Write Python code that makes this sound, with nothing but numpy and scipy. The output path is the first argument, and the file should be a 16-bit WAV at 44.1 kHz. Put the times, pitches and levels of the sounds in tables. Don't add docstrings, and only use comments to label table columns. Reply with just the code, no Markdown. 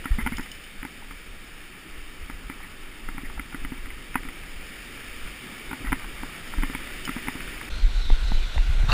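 import sys
import numpy as np
from scipy import signal
from scipy.fft import next_fast_len
from scipy.io import wavfile
from scipy.ndimage import uniform_filter1d

SR = 44100
rng = np.random.default_rng(int(sys.argv[2]) if len(sys.argv) > 2 else 0)


def store_pcm(level_fs):
    pcm = np.round(np.clip(level_fs, -1, 1) * 32767).astype(np.int16)
    wavfile.write(sys.argv[1], SR, np.atleast_2d(pcm).T)


def gain_from_decibels(decibels):
    exponent = np.asarray(decibels, float) / 20
    return 10 ** exponent


N = 393807
CHANGE_S = 7.697

# t/s, level/dB, weight of rumble and middle/dB
SURF_LEVEL = [(0.0, -45.5, -0.5), (0.28, -44.5, 3.5), (0.55, -46.5, -1.5), (1.18, -47.5, 0.5),
              (2.1, -47.5, 2.5), (3.3, -47, 3), (4.2, -46, 1.5), (5.1, -43, 0), (5.96, -43.5, 3),
              (6.9, -41, -1), (7.7, -41, 1.5)]
# f/Hz, density/dB per Hz
HISS_COLOUR = [(260, -28), (450, -6.5), (559, -9.5), (1030, -12.5), (1270, -4), (1560, -6.5), (1770, -1),
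               (2040, -3.5), (2320, 1), (2480, -3.5), (2900, -4), (3200, -6), (3400, -10.5), (3630, -6),
               (3800, -12), (4080, -19), (4490, -13), (5230, -11.5), (5950, -23.5), (7740, -63),
               (13100, -120)]
# f/Hz, density/dB per Hz
RUMBLE_COLOUR = [(35, -31), (60, -2), (96, -2.5), (253, 1), (390, -3), (547, -18), (700, -37), (910, -21),
                 (1540, -120)]
RUMBLE_DB, RUMBLE_PER_WEIGHT = -6.5, 0.81

# t/s, level/dB, fizz against it/dB
SHORE_LEVEL = [
    (7.7, -42.5, -4.5),
    (7.846, -45, -1.5),
    (8.024, -44.5, 0.5),
    (8.24, -43.5, -1),
    (8.5, -44, -2),
    (8.88, -43.5, -5),
]
# f/Hz, density/dB per Hz
SHORE_COLOUR = [(70, -23), (120, -5.5), (500, -14), (1250, -16), (1450, -6), (1680, -14), (2000, -11.5),
                (3300, -13.5), (3600, -11.5), (4200, -14), (4800, -21), (8300, -28.5), (14800, -40),
                (15200, -70)]
# t/s, length/s, level/dB, first f/Hz, last f/Hz
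SPRAY_SWELLS = [
    (7.71, .14, -48.5, 4000, 4240),
    (7.938, 0.25, -45, 4150, 3390),
    (8.211, 0.18, -44.5, 3900, 4040),
    (8.362, .12, -54, 3900, 3700),
    (8.491, 0.15, -47, 3650, 3550),
]

# t/s, peak/dB, brightness/dB, cavity/dB
KNOCKS = [(0.054, -20, -3.5, -25), (0.27, -15.5, -1, -25), (0.393, -23, -1, -24.5),
          (0.827, -23.5, 6, -30.5), (0.848, -23.5, -3, -27.5), (1.107, -29.5, -4, -37),
          (2.296, -25.5, -6, -31.5), (2.496, -23.5, 2, -27.5), (3.085, -23.5, -0.5, -32),
          (3.178, -24, -5, -30.5), (3.393, -21, 2, -29.5), (3.543, -23.5, -1, -25.5),
          (3.646, -21.5, 6, -28), (4.141, -24, 9, -45), (4.249, -32, 0, -29), (4.285, -25.5, 4, -32),
          (5.71, -24.5, -4, -29), (5.728, -22.5, -9, -25), (5.925, -12, -5, -16.5), (6.23, -24, -9, -26),
          (6.534, -25, -9, -42), (6.621, -25, 3, -36), (6.631, -17, -1, -20.5), (6.696, -27.5, -2, -26),
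          (6.747, -20, 2, -25.5), (7.074, -21, 2, -29), (7.09, -18.5, 1, -21), (7.269, -25, -4, -31),
          (7.351, -32, -3, -26.5)]
# t/s, peak/dB, rattle/dB, cavity/dB, cavity f/Hz
SCUFFS = [(0.183, -25.5, -21.5, -19.5, 224), (0.261, -17, -33, -22.5, 243), (0.319, -27.5, -32, -21.5, 233),
          (0.38, -22.5, -30, -30, 254), (3.718, -31.5, -33.5, -24, 254), (4.153, -11.5, -25.5, -19.5, 257),
          (5.843, -33, -28, -27, 268), (5.868, -30, -28, -41, 265), (5.918, -17.5, -25, -26, 302),
          (6.581, -29, -34, -26, 275), (7.162, -30, -29, -22.5, 245), (7.281, -17.5, -30, -22, 262)]
# t/s, peak/dB, brightness/dB
TICKS = [(0.039, -31, -8), (0.112, -33, 5), (0.25, -42, -2), (0.458, -35, 8), (1.02, -40, -31),
         (2.6, -31, 2), (2.638, -34, 13), (3.296, -30.5, -3), (3.375, -30, -16), (3.523, -31.5, -14),
         (3.855, -28.5, 11), (3.901, -26.5, 19), (4.23, -29.5, 8), (4.433, -35, 3), (5.272, -31, 15),
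         (5.993, -30, 4), (6.018, -36, -6), (6.04, -31, -9), (6.732, -28, -1), (6.788, -45, 4),
         (6.869, -29, 7), (6.9, -31, -4), (7.114, -28, 7), (7.403, -25, 5), (7.475, -28.5, -2),
         (7.61, -26.5, -1)]
# f/Hz, level/dB, t60/s
SHELL_MODES = [(792, 5.5, 0.014), (950, 11.5, 0.0097), (1120, 6.5, 0.014), (1418, 11.5, 0.012),
               (1760, 8, 0.011), (2087, 12, 0.011), (2470, 5, 0.0097), (2980, 1, 0.008), (3330, -9, 0.007)]
RATTLE_DB, RATTLE_PER_DB = -27, 0.3
SCUFF_BRIGHT_DB = -5
KNOCK_RATTLE_S, SCUFF_RATTLE_S, TICK_RATTLE_S = 0.021, 0.031, 0.025
REBOUND_S, REBOUND = 0.00322, 0.3
# t/s, peak/dB
BUMPS = [
    (3.145, -34),
    (3.232, -30.5),
    (3.616, -34),
    (3.87, -35),
    (7.398, -35),
]
CAVITY_HZ, CAVITY_T60_S = 268, 0.06
# t/s, length/s, level/dB
DRAGS = [(0.062, 0.031, -40.5), (0.108, 0.022, -44), (0.2, 0.032, -40), (0.278, 0.024, -46),
         (0.324, 0.023, -39.5), (0.4, 0.045, -47), (2.505, 0.024, -44), (2.626, 0.023, -45),
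         (3.236, .04, -43), (4.163, .024, -42), (5.848, 0.034, -41.5), (5.935, .03, -42),
         (6.64, 0.028, -41), (6.582, .025, -44), (6.7, 0.018, -44), (7.108, .016, -41), (7.18, 0.03, -45)]
# lowest f/Hz, highest f/Hz
DRAG_BAND = (1700, 2350)

# t/s, peak/dB
TINKS = [
    (0.0443, -32),
    (0.3676, -22),
    (0.5137, -23),
    (0.6374, -33),
    (7.05, -18),
]
# t/s, peak/dB
BOUNCES = [
    (0.381, -28),
    (0.406, -31),
    (0.427, -32),
    (0.436, -37),
    (0.537, -35),
    (0.549, -36),
]
# f/Hz, level/dB, t60/s
METAL_MODES = [(2880, -5, .025), (3030, 0, 0.06), (3450, -7, .012), (4100, -9, .008), (4750, -1, 0.009),
               (5050, 1, 0.016), (5190, -5, 0.06), (5450, -2, 0.012)]

# t/s, peak/dB, body f/Hz, low/dB, high/dB
TAPS = [
    (8.101, -21, 865, -4, -7),
    (8.318, -23, 890, -11, -9),
    (8.559, -31, 630, -11, -20),
    (8.579, -21, 950, -14, 0),
    (8.827, -29, 805, -7, 0),
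    (8.845, -34, 800, -2, -12),
]
# t/s, level/dB
SCRAPE_LEVEL = [
    (8.82, -53),
    (8.835, -43.5),
    (8.875, -48),
    (8.884, -40),
    (8.89, -32),
    (8.899, -26),
    (8.908, -29.5),
    (8.918, -24),
    (8.93, -24.5),
]
# f/Hz, density/dB per Hz
SCRAPE_COLOUR = [(100, -27), (200, -2), (400, -15), (600, -6), (1000, -1), (1700, -5), (2300, -15),
                 (2700, -3.5), (3200, -20), (3750, -4.5), (4400, -12), (4900, -21), (11900, -34),
                 (15000, -38), (15400, -76)]
SNAP_S, SNAP_DB = 8.9195, -11.5
# f/Hz, level/dB, t60/s
SNAP_MODES = [(1010, -5, .012), (1500, -10, .01), (2730, 2, .03), (3900, -19, .015), (4420, 2, 0.023)]

# t/s, peak/dB, f/Hz, t60/s
JOLTS = [
    (0.107, -7, 32, 0.089),
    (0.141, -12.5, 20, 0.089),
    (6.574, -14, 25.5, 0.26),
    (8.315, -14.5, 135, 0.023),
    (8.56, -15, 47, 0.14),
    (8.835, -11, 69, 0.047),
    (8.887, -9.5, 79, 0.041),
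]

# t/s, peak/dB, length/s
GUSTS_WORN = [(0.0, -30, .09), (0.13, -25, 0.035), (0.235, -23, .12), (0.36, -26.5, 0.14),
              (0.8, -31.5, 0.07), (1.09, -39, 0.44), (1.31, -35, 0.13), (1.97, -34.5, 0.36),
              (2.235, -28, 0.095), (2.34, -32, .12), (2.46, -34, 0.15), (3.09, -30.5, 0.19),
              (3.17, -29, 0.082), (3.27, -30.5, 0.22), (3.38, -30.5, 0.12), (3.64, -30.5, 0.21),
              (3.86, -30, 0.29), (4.16, -35.5, 0.57), (4.27, -32.5, 0.12), (4.42, -38.5, .3),
              (4.57, -34, 0.37), (5.25, -30, .15), (5.68, -35.5, .11), (5.9, -21, 0.11),
              (6.22, -32.5, 0.15), (6.62, -23, 0.073), (6.95, -37.5, 0.69), (7.25, -37, .3),
              (7.46, -36, 0.38), (7.57, -39, .2)]
# t/s, level/dB
LULL_WORN = [(0.0, -40), (0.6, -45), (0.75, -50), (1.4, -41.5), (1.8, -47.5), (2.7, -42), (5.04, -45),
             (5.11, -38), (5.31, -39), (5.36, -47), (5.55, -51), (5.76, -49), (6.05, -35), (6.38, -48),
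             (6.5, -36.5), (7.7, -42.5)]
# f/Hz, density/dB per Hz
SEALED_WIND = [(7.1, -38), (12, 11), (22, 3), (34, -2.5), (50, -6), (70, -19), (110, -25), (140, -51),
               (240, -120)]
# t/s, peak/dB, length/s
GUSTS_OPEN = [(7.74, -20, .12), (7.852, -13.5, 0.14), (7.972, -18, 0.22), (8.058, -17, .1),
              (8.126, -11.5, 0.082), (8.25, -15.5, 0.11), (8.332, -14.5, 0.28), (8.602, -17, 0.16),
              (8.7, -12, 0.072), (8.8, -16.5, 0.59), (8.93, -18, .4)]
# t/s, level/dB
LULL_OPEN = [
    (7.7, -24.5),
    (8.93, -28.5),
]
# f/Hz, density/dB per Hz
OPEN_WIND = [(5, -10), (14, -9), (24, 7.5), (40, -0.5), (56, -10.5), (103, -27), (220, -42.5), (300, -74)]
GUST_DROP_DB, GUST_RISE = 13.5, 0.46


def surf():
    weight_db = curve(SURF_LEVEL, column=2)
    hiss = noise(HISS_COLOUR, size=1024, patchy_db=0.73, flicker_db=0.32, ref_hz=(1200, 3500))
    hiss = hiss + (gain_from_decibels(weight_db) - 1) * band(hiss, 730, 1400)
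    rumble = noise(RUMBLE_COLOUR, size=2048, patchy_db=1.0, flicker_db=-0.96, ref_hz=(120, 450))
    rumble_gain = gain_from_decibels(RUMBLE_DB + RUMBLE_PER_WEIGHT * weight_db)
    return gain_from_decibels(curve(SURF_LEVEL)) * (hiss + rumble_gain * rumble)


def shore():
    wash = noise(SHORE_COLOUR, size=1024, patchy_db=1.5, flicker_db=0.67, ref_hz=(600, 3000))
    fizz_gain = gain_from_decibels(curve(SHORE_LEVEL, column=2) + 2.5)
    wash = wash + (fizz_gain - 1) * band(wash, 3500, 5900)
    return gain_from_decibels(curve(SHORE_LEVEL)) * wash


def spray():
    out = np.zeros(N)
    draws = rng.standard_normal((len(SPRAY_SWELLS), 2, 13000))
    lowpass = signal.butter(2, 180, fs=SR, output="sos")
    for (s, length, db, first_hz, last_hz), (a, b) in zip(SPRAY_SWELLS, draws):
        u = np.arange(round(length * SR)) / (length * SR)
        slow = signal.sosfilt(lowpass, a + 1j * b)[-len(u):]
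        turns = np.cumsum(first_hz + (last_hz - first_hz) * u) / SR
        sizzle = evened((slow * np.exp(2j * np.pi * turns)).real)
        add(out, s, gain_from_decibels(db) * np.sqrt(np.sin(np.pi * u)) * sizzle)
    return out


def blows_on_shell():
    firm = [(s, db, bright, RATTLE_DB + RATTLE_PER_DB * db, KNOCK_RATTLE_S) for s, db, bright, _ in KNOCKS]
    light = [(s, db, bright, RATTLE_DB + RATTLE_PER_DB * db, TICK_RATTLE_S) for s, db, bright in TICKS]
    dragged = [(s, db, SCUFF_BRIGHT_DB, tail, SCUFF_RATTLE_S) for s, db, tail, _, _ in SCUFFS]
    return sorted(firm + light + dragged)


def knocks():
    blows, rattle = np.zeros(N), np.zeros(N)
    t = np.arange(3500) / SR
    rows = blows_on_shell()
    draws = rng.standard_normal((len(rows), 3500 + len(SHELL_MODES)))
    for (s, db, bright_db, tail_db, tail_s), chance in zip(rows, draws):
        grit, spread = chance[:3500], chance[3500:]
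        modes = []
        for (hz, mode_db, t60), u in zip(SHELL_MODES, spread):
            tilt_db = bright_db * np.log2(min(hz, 2000) / 1400)
            modes.append((hz * (1 + 0.022 * u), mode_db + tilt_db, t60))
        strike = contacts(grit, build_s=0.0017, loose=0.025)
        sound = signal.fftconvolve(strike, ring(modes, length=1200))
        delay = round(REBOUND_S * SR * (1 + 0.15 * grit[0]))
        sound = sound + REBOUND * np.roll(sound, delay)
        sound = band(sound, 742, 4700)
        add(blows, s, gain_from_decibels(db) * sound / abs(sound).max())
        swell = (1 - np.exp(-t / 0.0054)) * np.exp(-(t / tail_s) ** 2)
        add(rattle, s, gain_from_decibels(tail_db) * grit[::-1] * swell)
    return blows + 1.76 * band(rattle, 1840, 2170) + band(rattle, 710, 2000)


def bumps():
    out, push = np.zeros(N), np.hanning(60)
    rows = [(s, db, CAVITY_HZ) for s, *_, db in KNOCKS + BUMPS]
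    rows += [(s, db, hz) for s, _, _, db, hz in SCUFFS]
    for s, db, hz in rows:
        modes = [(hz, 0, CAVITY_T60_S), (1.13 * hz, -9, 0.27 * CAVITY_T60_S), (0.77 * hz, -9, 0.5 * CAVITY_T60_S)]
        sound = np.convolve(push, ring(modes, length=5000))
        add(out, s + 0.0014, -gain_from_decibels(db) * sound / abs(sound).max())
    return out


def drags():
    out = np.zeros(N)
    for (s, length, db), grit in zip(DRAGS, rng.standard_normal((len(DRAGS), 3000))):
        u = np.linspace(0, 1, round(length * SR))
        rough = evened(band(grit * abs(grit), *DRAG_BAND))[:len(u)]
        add(out, s, gain_from_decibels(db) * np.sqrt(np.sin(np.pi * u) + 1e-9) * rough)
    return out


def tinks(rows):
    out = np.zeros(N)
    for (s, db), grit in zip(rows, rng.standard_normal((len(rows), 800))):
        strike = contacts(grit, build_s=0.00107, loose=0.018)
        sound = np.convolve(strike, ring(METAL_MODES, length=3000))
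        add(out, s, gain_from_decibels(db - 6.0) * sound / abs(sound).max())
    return out


def taps():
    out, push = np.zeros(N), np.hanning(9)
    for s, db, hz, low_db, high_db in TAPS:
        modes = [(250, low_db, 0.025), (0.55 * hz, low_db, 0.018), (0.79 * hz, -2, 0.012), (hz, 0, 0.015),
                 (1.46 * hz, -11, 0.007), (2000, high_db, 0.013), (3700, -13, 0.008)]
        sound = np.convolve(push, ring(modes, length=1500))
        add(out, s, gain_from_decibels(db) * sound / abs(sound).max())
    return out


def scrape():
    grit = noise(SCRAPE_COLOUR, size=512, patchy_db=1.5, flicker_db=2.5, ref_hz=(300, 6000))
    started = np.arange(N) > SCRAPE_LEVEL[0][0] * SR
    out = gain_from_decibels(curve(SCRAPE_LEVEL)) * grit * started
    snap = np.convolve(np.hanning(9), ring(SNAP_MODES, length=1500))
    add(out, SNAP_S, gain_from_decibels(SNAP_DB) * snap / abs(snap).max())
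    return out


def jolts():
    out, t = np.zeros(N), np.arange(9000) / SR
    for s, db, hz, t60 in JOLTS:
        turns = hz * (t + 0.0076 * (1 - np.exp(-t / 0.01)))
        fade = gain_from_decibels(db - 60 * (t / t60) ** 1.47)
        add(out, s, -fade * np.sin(2 * np.pi * turns) * np.minimum(t / 0.011, 1))
    return out


def calm():
    t = np.arange(N) / SR
    dips = [1 - 0.85 * np.exp(-((t - s - 0.03) / 0.045) ** 4) for s, _, hz, _ in JOLTS if hz < 40]
    return np.prod(dips, axis=0)


def gusts(rows, lull):
    t, level_db = np.arange(N) / SR, curve(lull)
    for s, db, length in rows:
        away = np.maximum((s - t) / GUST_RISE, (t - s) / (1 - GUST_RISE)) / length
        level_db = np.maximum(level_db, db - GUST_DROP_DB * away)
    return level_db


def wind(level_db, colour, steadiness):
    x = noise(colour, size=8192, patchy_db=0.0, flicker_db=-1.0, ref_hz=(12, 70))
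    envelope = abs(signal.hilbert(x, next_fast_len(N))[:N])
    swing = uniform_filter1d(envelope, size=900)
    return gain_from_decibels(level_db) * evened(x / (swing + 0.057) ** np.clip(steadiness, 0, 1))


def held(x):
    steps = np.repeat(signal.resample_poly(x, 40, 147), 4)
    return edge(np.resize(signal.resample_poly(steps, 147, 160), N), 15300)


def edge(x, hz):
    return signal.oaconvolve(x, signal.firwin(511, hz, window=("kaiser", 8), fs=SR), "same")


def contacts(grit, build_s, loose):
    t = np.arange(len(grit)) / SR / build_s
    firm = np.arange(len(grit)) == round(1.5 * build_s * SR)
    return loose * grit * abs(grit) * t * np.exp(1 - t) - firm


def ring(modes, length):
    t = np.arange(length) / SR
    out = np.zeros(length)
    for k, (hz, db, t60) in enumerate(modes):
        out += (-1) ** k * gain_from_decibels(db - 60 * t / t60) * np.sin(2 * np.pi * hz * t)
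    return out


def noise(colour, size, patchy_db, flicker_db, ref_hz):
    frames, hz = 4 * N // size + 5, np.fft.rfftfreq(size, 1 / SR)
    a, b, patches = rng.standard_normal((frames, len(hz), 3)).T
    patches = uniform_filter1d(patches, size=8, axis=0)
    patches = evened(uniform_filter1d(patches, size=9, axis=1))
    flicker = evened(uniform_filter1d(rng.standard_normal(frames), size=3))
    level_db = read(colour, hz)[:, None] + patchy_db * patches + flicker_db * flicker
    z = (a + 1j * b) * gain_from_decibels(level_db)
    x = signal.istft(z, nperseg=size, noverlap=3 * size // 4)[1][:N]
    return x / np.std(band(x, *ref_hz))


def band(x, lo_hz, hi_hz):
    return signal.sosfiltfilt(signal.butter(2, [lo_hz, hi_hz], "band", fs=SR, output="sos"), x)


def evened(x):
    return x / np.sqrt(np.mean(x ** 2) + 1e-20)


def read(points, hz):
    f, value = np.transpose(points)
    return np.interp(np.log(hz + 1), np.log(f + 1), value)


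def curve(rows, column=1):
    rows = np.array(rows)
    return np.interp(np.arange(N) / SR, rows[:, 0], rows[:, column])


def add(mix, s, sound):
    part = mix[round(s * SR):][:len(sound)]
    part += sound[:len(part)]


def scene():
    shaken = jolts()
    worn = surf() + knocks() + bumps() + drags() + tinks(TINKS) + tinks(BOUNCES) + shaken
    worn += calm() * wind(gusts(GUSTS_WORN, LULL_WORN), SEALED_WIND, steadiness=0.4)
    worn = held(worn)
    opened = shore() + spray() + taps() + scrape() + shaken
    opened += wind(gusts(GUSTS_OPEN, LULL_OPEN), OPEN_WIND, steadiness=0.34)
    opened = edge(opened, 15000)
    since = (np.arange(N) / SR - CHANGE_S) / 0.0069
    mix = worn * np.clip(-since, 0, 1) + opened * np.clip(since, 0, 1)
    return mix[None]


def low_pass(x):
    return signal.sosfilt(signal.butter(12, 15840, fs=SR, output="sos"), x)


def record(dry):
    return low_pass(dry)


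dry = scene()
out = record(dry)
store_pcm(out)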